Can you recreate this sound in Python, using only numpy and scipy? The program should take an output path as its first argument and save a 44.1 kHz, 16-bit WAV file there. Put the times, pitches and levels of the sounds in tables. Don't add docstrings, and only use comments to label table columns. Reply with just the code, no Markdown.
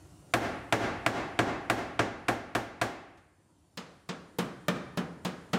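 import sys
import numpy as np
from scipy import signal
from scipy.fft import rfft, irfft
from scipy.io import wavfile
from scipy.ndimage import uniform_filter1d, minimum_filter1d

SR = 44100
rng = np.random.default_rng(int(sys.argv[2]) if len(sys.argv) > 2 else 0)


def rack_gain(trim_db):
    fader = np.asarray(trim_db, float)
    return 10 ** (fader / 20)


def dump(signal):
    limited = np.clip(np.atleast_2d(signal).T, -1, 1)
    pcm = np.round(limited * 32767).astype(np.int16)
    wavfile.write(sys.argv[1], SR, pcm)


N = 246210

# (frequency [Hz], level [dB per Hz])
HUM_SPECTRUM = [(18, -31.5), (40, -28.5), (65, -11.5), (90, -9.5), (145, -6.5), (230, -16.5), (310, -7.5),
                (420, -20), (960, -23), (2000, -34), (4000, -36), (10000, -35.5), (10700, -46),
                (16000, -54.5)]
# (frequency [Hz], width [Hz], level [dB])
MACHINE_WHINES = [(88, 10, -62), (4400, 200, -82), (6500, 150, -85), (7300, 260, -77), (8700, 200, -83),
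                  (9650, 550, -75), (11950, 300, -82), (12650, 200, -89), (14600, 2600, -83)]
# (frequency [Hz], t60 [s])
HALL_T60 = [(60, 1), (200, 0.83), (700, 0.8), (2000, 0.89), (5000, 0.6), (12000, 0.37)]
# (frequency [Hz], level [dB])
HALL_COLOUR = [(50, 1), (200, 1), (700, -2), (2500, 1), (6000, 7), (14000, 2.5)]
# (frequency [Hz], level [dB])
CROWD_SHARE = [(150, -14), (800, -10), (1800, -6), (3000, 0)]
# (time [s], strength [dB], weight: bass up and treble down [dB], top octave [dB])
TAPS = [
    (3.172, -45.5, -4, 3),
    (3.772, -18.5, -3, -1.5),
    (4.089, -16, -1, -7),
    (4.385, -12, 1, 7),
    (4.6821, -5.5, 1.5, 2),
    (4.972, -15, 3, 3.5),
    (5.248, -16.5, 0.05, 2),
    (5.531, -15, 2.5, -1),
]
TAP_SPOTS_CM = [60, 89.3, 43.9, 17.85, 103.2, 41, 105.3, 23.15]
SILL_DENTS_HZ = [480, 592, 650, 910, 1003, 1079, 1215, 1300, 1470, 1620, 1800, 2330, 3125, 3595]
# (frequency [Hz], level [dB], t60 [s])
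SILL_MODES = [(179, 2, .17), (228, -8, .22), (266, -13, .2), (345, -10, .11), (470, -10, .16)]
# (frequency [Hz], level [dB per Hz])
SILL_SHEET = [(24, -50.5), (60, -56), (130, -4.5), (175, -2.5), (300, -2.5), (500, -4), (1000, -10),
              (1600, -13), (2300, -21), (4000, -26), (7700, -35), (13000, -50), (16500, -55)]
# (frequency [Hz], t60 [s])
SILL_DAMPING = [(60, 0.49), (200, 0.1), (1000, 0.2), (4000, 0.064), (12000, 0.076)]
# (time [s], strength [dB], weight: bass up and treble down [dB], top octave [dB])
BLOWS = [
    (.3375, -4, 0, 2),
    (.7245, -1.5, 0, -1.5),
    (1.0628, -.5, 0, -2),
    (1.390, -2.5, 1.5, -4),
    (1.699, -1.5, 0, 1),
    (1.992, -6, 1, -7),
    (2.283, -6, 0.5, -0.5),
    (2.550, -4.5, 0, 1),
    (2.814, -4, -1, 0),
]
# (frequency [Hz], level [dB])
BLOW_DENT = [(1150, 0), (2100, -4)]
# (frequency [Hz], level [dB], t60 [s])
ARCH_MODES = [(117, -3, .14), (325, -10, .15), (380, -11, .07), (432, -7, .16), (560, -5, .065),
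              (700, 2, .06), (748, -2, .05), (803, -7, .07), (930, -10, .05), (1080, -6, .05),
              (1210, -9, .06), (1325, -10, .07), (1392, -11, .07), (1606, -4, .09), (1720, -10, .06),
              (1775, -9, .06), (2000, -14, .05), (2070, -14, .05), (2568, -14, .05)]
# (frequency [Hz], level [dB per Hz])
ARCH_SHEET = [(24, -55), (50, -10.5), (110, -13.5), (230, -5), (330, 1.5), (480, -3), (715, 4),
              (1000, -4.5), (1600, -6.5), (2700, -19), (4200, -28), (8500, -35.5), (13000, -43.5),
              (16500, -56)]
# (frequency [Hz], t60 [s])
ARCH_DAMPING = [(60, 0.14), (300, 0.15), (1000, 0.072), (4000, 0.032), (12000, 0.072)]
# (lower edge [Hz], share of time muted [0-1])
TOP_MUTES = [(12800, .25), (13500, .42), (14300, .52), (15000, .56), (15800, .93)]

TREBLE_PER_WEIGHT = -1.2
SKID_PER_DB = 0.1163


def evened(x):
    return x / np.sqrt(np.mean(x ** 2) + 1e-20)


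def read(points, hz):
    f, value = np.transpose(points)
    return np.interp(np.log(hz + 1), np.log(f + 1), value)


def add(mix, s, sound):
    part = mix[round(s * SR):][:len(sound)]
    part += sound[:len(part)]


def machinery(hum_db=-56, patchy_db=2.5):
    hz = np.fft.rfftfreq(2048, 1 / SR)
    a, b, c, d, patches = rng.standard_normal((N // 512 + 5, len(hz), 5)).T
    patches = evened(uniform_filter1d(uniform_filter1d(patches, 8, 0), 8, 1))
    hum = (a + 1j * b) * rack_gain(read(HUM_SPECTRUM, hz)[:, None] + patchy_db * patches)
    hum = signal.istft(hum, nperseg=2048, noverlap=1536)[1][:N]
    power = sum(rack_gain(2 * db) / width * np.exp(-((hz - f) / width) ** 2 * 2) for f, width, db in MACHINE_WHINES)
    whine = (c + 1j * d) * np.sqrt(power)[:, None]
    whine = signal.istft(whine, nperseg=2048, noverlap=1536)[1][:N]
    whine_level = np.sqrt(sum(rack_gain(2 * db) for f, width, db in MACHINE_WHINES))
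    return rack_gain(hum_db) * evened(hum) + whine_level * evened(whine)


def halls():
    slots = np.arange(100, SR * 3 // 2 - 20, 20)
    places = slots + rng.integers(0, 20, (2, len(slots)))
    signs = rng.choice([-1., 1.], (2, len(slots)))
    echoes = np.zeros((2, SR * 3 // 2))
    np.put_along_axis(echoes, places, signs, 1)
    hz, t, z = signal.stft(echoes, SR, nperseg=512)
    z = z * rack_gain(read(HALL_COLOUR, hz)[:, None] - 60 * t / read(HALL_T60, hz)[:, None])
    return rfft(signal.istft(z, SR, nperseg=512)[1], 2 * SR)


def humps(modes, hz):
    return sum(rack_gain(db) / (1 + 1j * (hz - f) * t60 * 2 * np.pi / np.log(1000)) for f, db, t60 in modes)


def sheet_modes(modes, sheet, damping, modes_db, t, count=600):
    place, turn, loss = rng.random((3, count))
    crowd_hz = 50 + 16000 * ((np.arange(count) + place) / count) ** 2
    crowd_t60 = read(damping, crowd_hz) * (0.46 + 2.37 * loss)
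    crowd_db = read(sheet, crowd_hz) + read(CROWD_SHARE, crowd_hz)
    crowd_db += 5 * np.log10(crowd_hz) - 10 * np.log10(crowd_t60 * 30)
    strong_hz, strong_db, strong_t60 = np.transpose(modes)
    hz = np.r_[crowd_hz, strong_hz]
    db = np.r_[crowd_db, strong_db + modes_db]
    t60 = np.r_[crowd_t60, strong_t60]
    phase = np.r_[turn, 0 * strong_hz + .5]
    angle = 2 * np.pi * (hz[:, None] * t + phase[:, None])
    fade = rack_gain(db[:, None] - 60 * t / t60[:, None]) * (1 - np.exp(-hz[:, None] * t / 1.13))
    return hz, fade * np.sin(angle), fade * np.cos(angle)


def chatter(t, level_db, skid_ms):
    touch = 1 - np.exp(-(t * 3000 / skid_ms) ** 2)
    return touch * rack_gain(level_db - 60 * t / 0.0082) * np.diff(rng.standard_normal(len(t) + 1))


def panel(hits, dents, modes, sheet, damping, modes_db, dent_t60, crack_db, spread,
          wet_db, wet_modes_db, build_s, wet_dents_db, lean_db, hard_skid_ms):
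    t = np.arange(SR // 4) / SR
    hz, swing, quarter = sheet_modes(modes, sheet, damping, modes_db, t)
    scatter = spread * np.r_[np.ones(len(hz) - len(modes)), .25 * np.ones(len(modes))]
    echoes, hall_hz = halls(), np.fft.rfftfreq(2 * SR, 1 / SR)
    power = rack_gain(2 * read(sheet, hall_hz)) + abs(rack_gain(wet_modes_db) * humps(modes, hall_hz)) ** 2
    out = np.zeros(N)
    for (s, strength_db, weight_db, top_db), dent in zip(hits, dents):
        bass_db, treble_db = lean_db + weight_db, TREBLE_PER_WEIGHT * weight_db
        skid_ms = hard_skid_ms * rack_gain(-SKID_PER_DB * strength_db)
        lean = [(250, bass_db), (600, 0), (1500, 0),
                (4000, treble_db), (7000, treble_db), (12000, treble_db + top_db)]

        a, b = scatter * rng.standard_normal((2, len(hz)))
        push = rack_gain(read(lean, hz))
        ring = (push * (1 + a)) @ swing + (push * b) @ quarter
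        ring /= abs(ring).max()
        ring -= sum(rack_gain(db - 60 * t / dent_t60) * np.sin(2 * np.pi * f * t) for f, db in dent)
        ring *= 1 - np.exp(-(t * 1000 / skid_ms) ** 2)
        ring += chatter(t, crack_db + treble_db + top_db, skid_ms)
        ring *= rack_gain(strength_db) / abs(ring).max()
        add(out, s, ring)

        aim = 2 * spread * rng.standard_normal()
        echo = np.cos(aim) * echoes[0] + np.sin(aim) * echoes[1]
        dent_humps = humps([(f, db, dent_t60) for f, db in dent], hall_hz)
        colour = np.sqrt(power + abs(rack_gain(wet_dents_db) * dent_humps) ** 2)
        tail = irfft(echo * colour * rack_gain(read(lean, hall_hz)))[:SR * 3 // 2]
        tail *= 1 - np.exp(-(np.arange(len(tail)) / SR / (build_s + skid_ms / 1000)) ** 2)
        add(out, s, rack_gain(wet_db) * tail * np.linalg.norm(ring) / np.linalg.norm(tail))
    return out


def dents_under(strength_db, spot_cm):
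    hz = np.array(SILL_DENTS_HZ)
    bending = .0205
    reach = np.sin(bending * np.sqrt(hz) * spot_cm) ** 8
    hz, reach = hz[reach > .1], reach[reach > .1]
    db = 6.5 + 1.07 * strength_db - 5.5 * np.log2(hz / 600) + 20 * np.log10(reach)
    return list(zip(hz, db))


def sill_taps():
    dents = [dents_under(tap[1], cm) for tap, cm in zip(TAPS, TAP_SPOTS_CM)]
    return panel(TAPS, dents, SILL_MODES, SILL_SHEET, SILL_DAMPING,
                 modes_db=13.5, dent_t60=0.069, crack_db=-13.5, spread=.6, wet_db=-8, wet_modes_db=2,
                 build_s=0.034, wet_dents_db=2, lean_db=0.9, hard_skid_ms=1.72)


def arch_blows():
    return panel(BLOWS, [BLOW_DENT] * len(BLOWS), ARCH_MODES, ARCH_SHEET, ARCH_DAMPING,
                 modes_db=13.5, dent_t60=0.0045, crack_db=-33.5, spread=0.36, wet_db=-3.5, wet_modes_db=0.0,
                 build_s=0.011, wet_dents_db=-12, lean_db=4.0, hard_skid_ms=0.36)


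def scene():
    return (arch_blows() + sill_taps() + machinery())[None]


def slow_gain(dry):
    sink_db_per_s, creep_db_per_s, loud_db, fresh_s = 26, 5, -10.5, 0.093
    hold = round(fresh_s * SR)
    level_db = 20 * np.log10(abs(np.r_[np.zeros(hold // 2), dry][:N]) + 1e-9)
    peak_db = -minimum_filter1d(-level_db, hold)
    loudness = np.clip((peak_db - loud_db) / 4, 0, 1)
    drift_db = np.cumsum(creep_db_per_s - sink_db_per_s * loudness) / SR
    return drift_db - np.maximum.accumulate(drift_db)


def limiter(x):
    threshold_db, hold_s, release_db_per_s, ceiling = -13.6, .055, 190, .2
    over_db = np.maximum(20 * np.log10(abs(x[0]) + 1e-9) - threshold_db, 0)
    hold = round(hold_s * SR)
    held_db = -minimum_filter1d(-np.r_[np.zeros(hold // 2 - 12), over_db][:N], hold)
    release_db = release_db_per_s * np.arange(N) / SR
    duck_db = np.maximum.accumulate(held_db + release_db) - release_db
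    return np.clip(x / rack_gain(uniform_filter1d(duck_db, size=90)), -ceiling, ceiling)


def gate(x):
    hz, t, z = signal.stft(x, SR, nperseg=1024)
    edges = [f for f, share in TOP_MUTES] + [SR]
    for (low, share), high in zip(TOP_MUTES, edges[1:]):
        band = (hz >= low) & (hz < high)
        power = uniform_filter1d((abs(z[0, band]) ** 2).mean(0), size=3)
        z[0, band] *= power > np.quantile(power, share)
    return signal.istft(z, SR, nperseg=1024)[1][:, :N]


def band_limit(x):
    return signal.sosfilt(signal.butter(12, 16810, fs=SR, output="sos"), x)


def record(dry):
    x = limiter(dry * rack_gain(slow_gain(dry[0])))
    x = signal.oaconvolve(x, signal.firwin(255, 16600, fs=SR)[None], "same")
    x = signal.sosfilt(signal.butter(2, 45, "high", fs=SR, output="sos"), gate(x))
    return band_limit(x)


dry = scene()
out = record(dry)
dump(out)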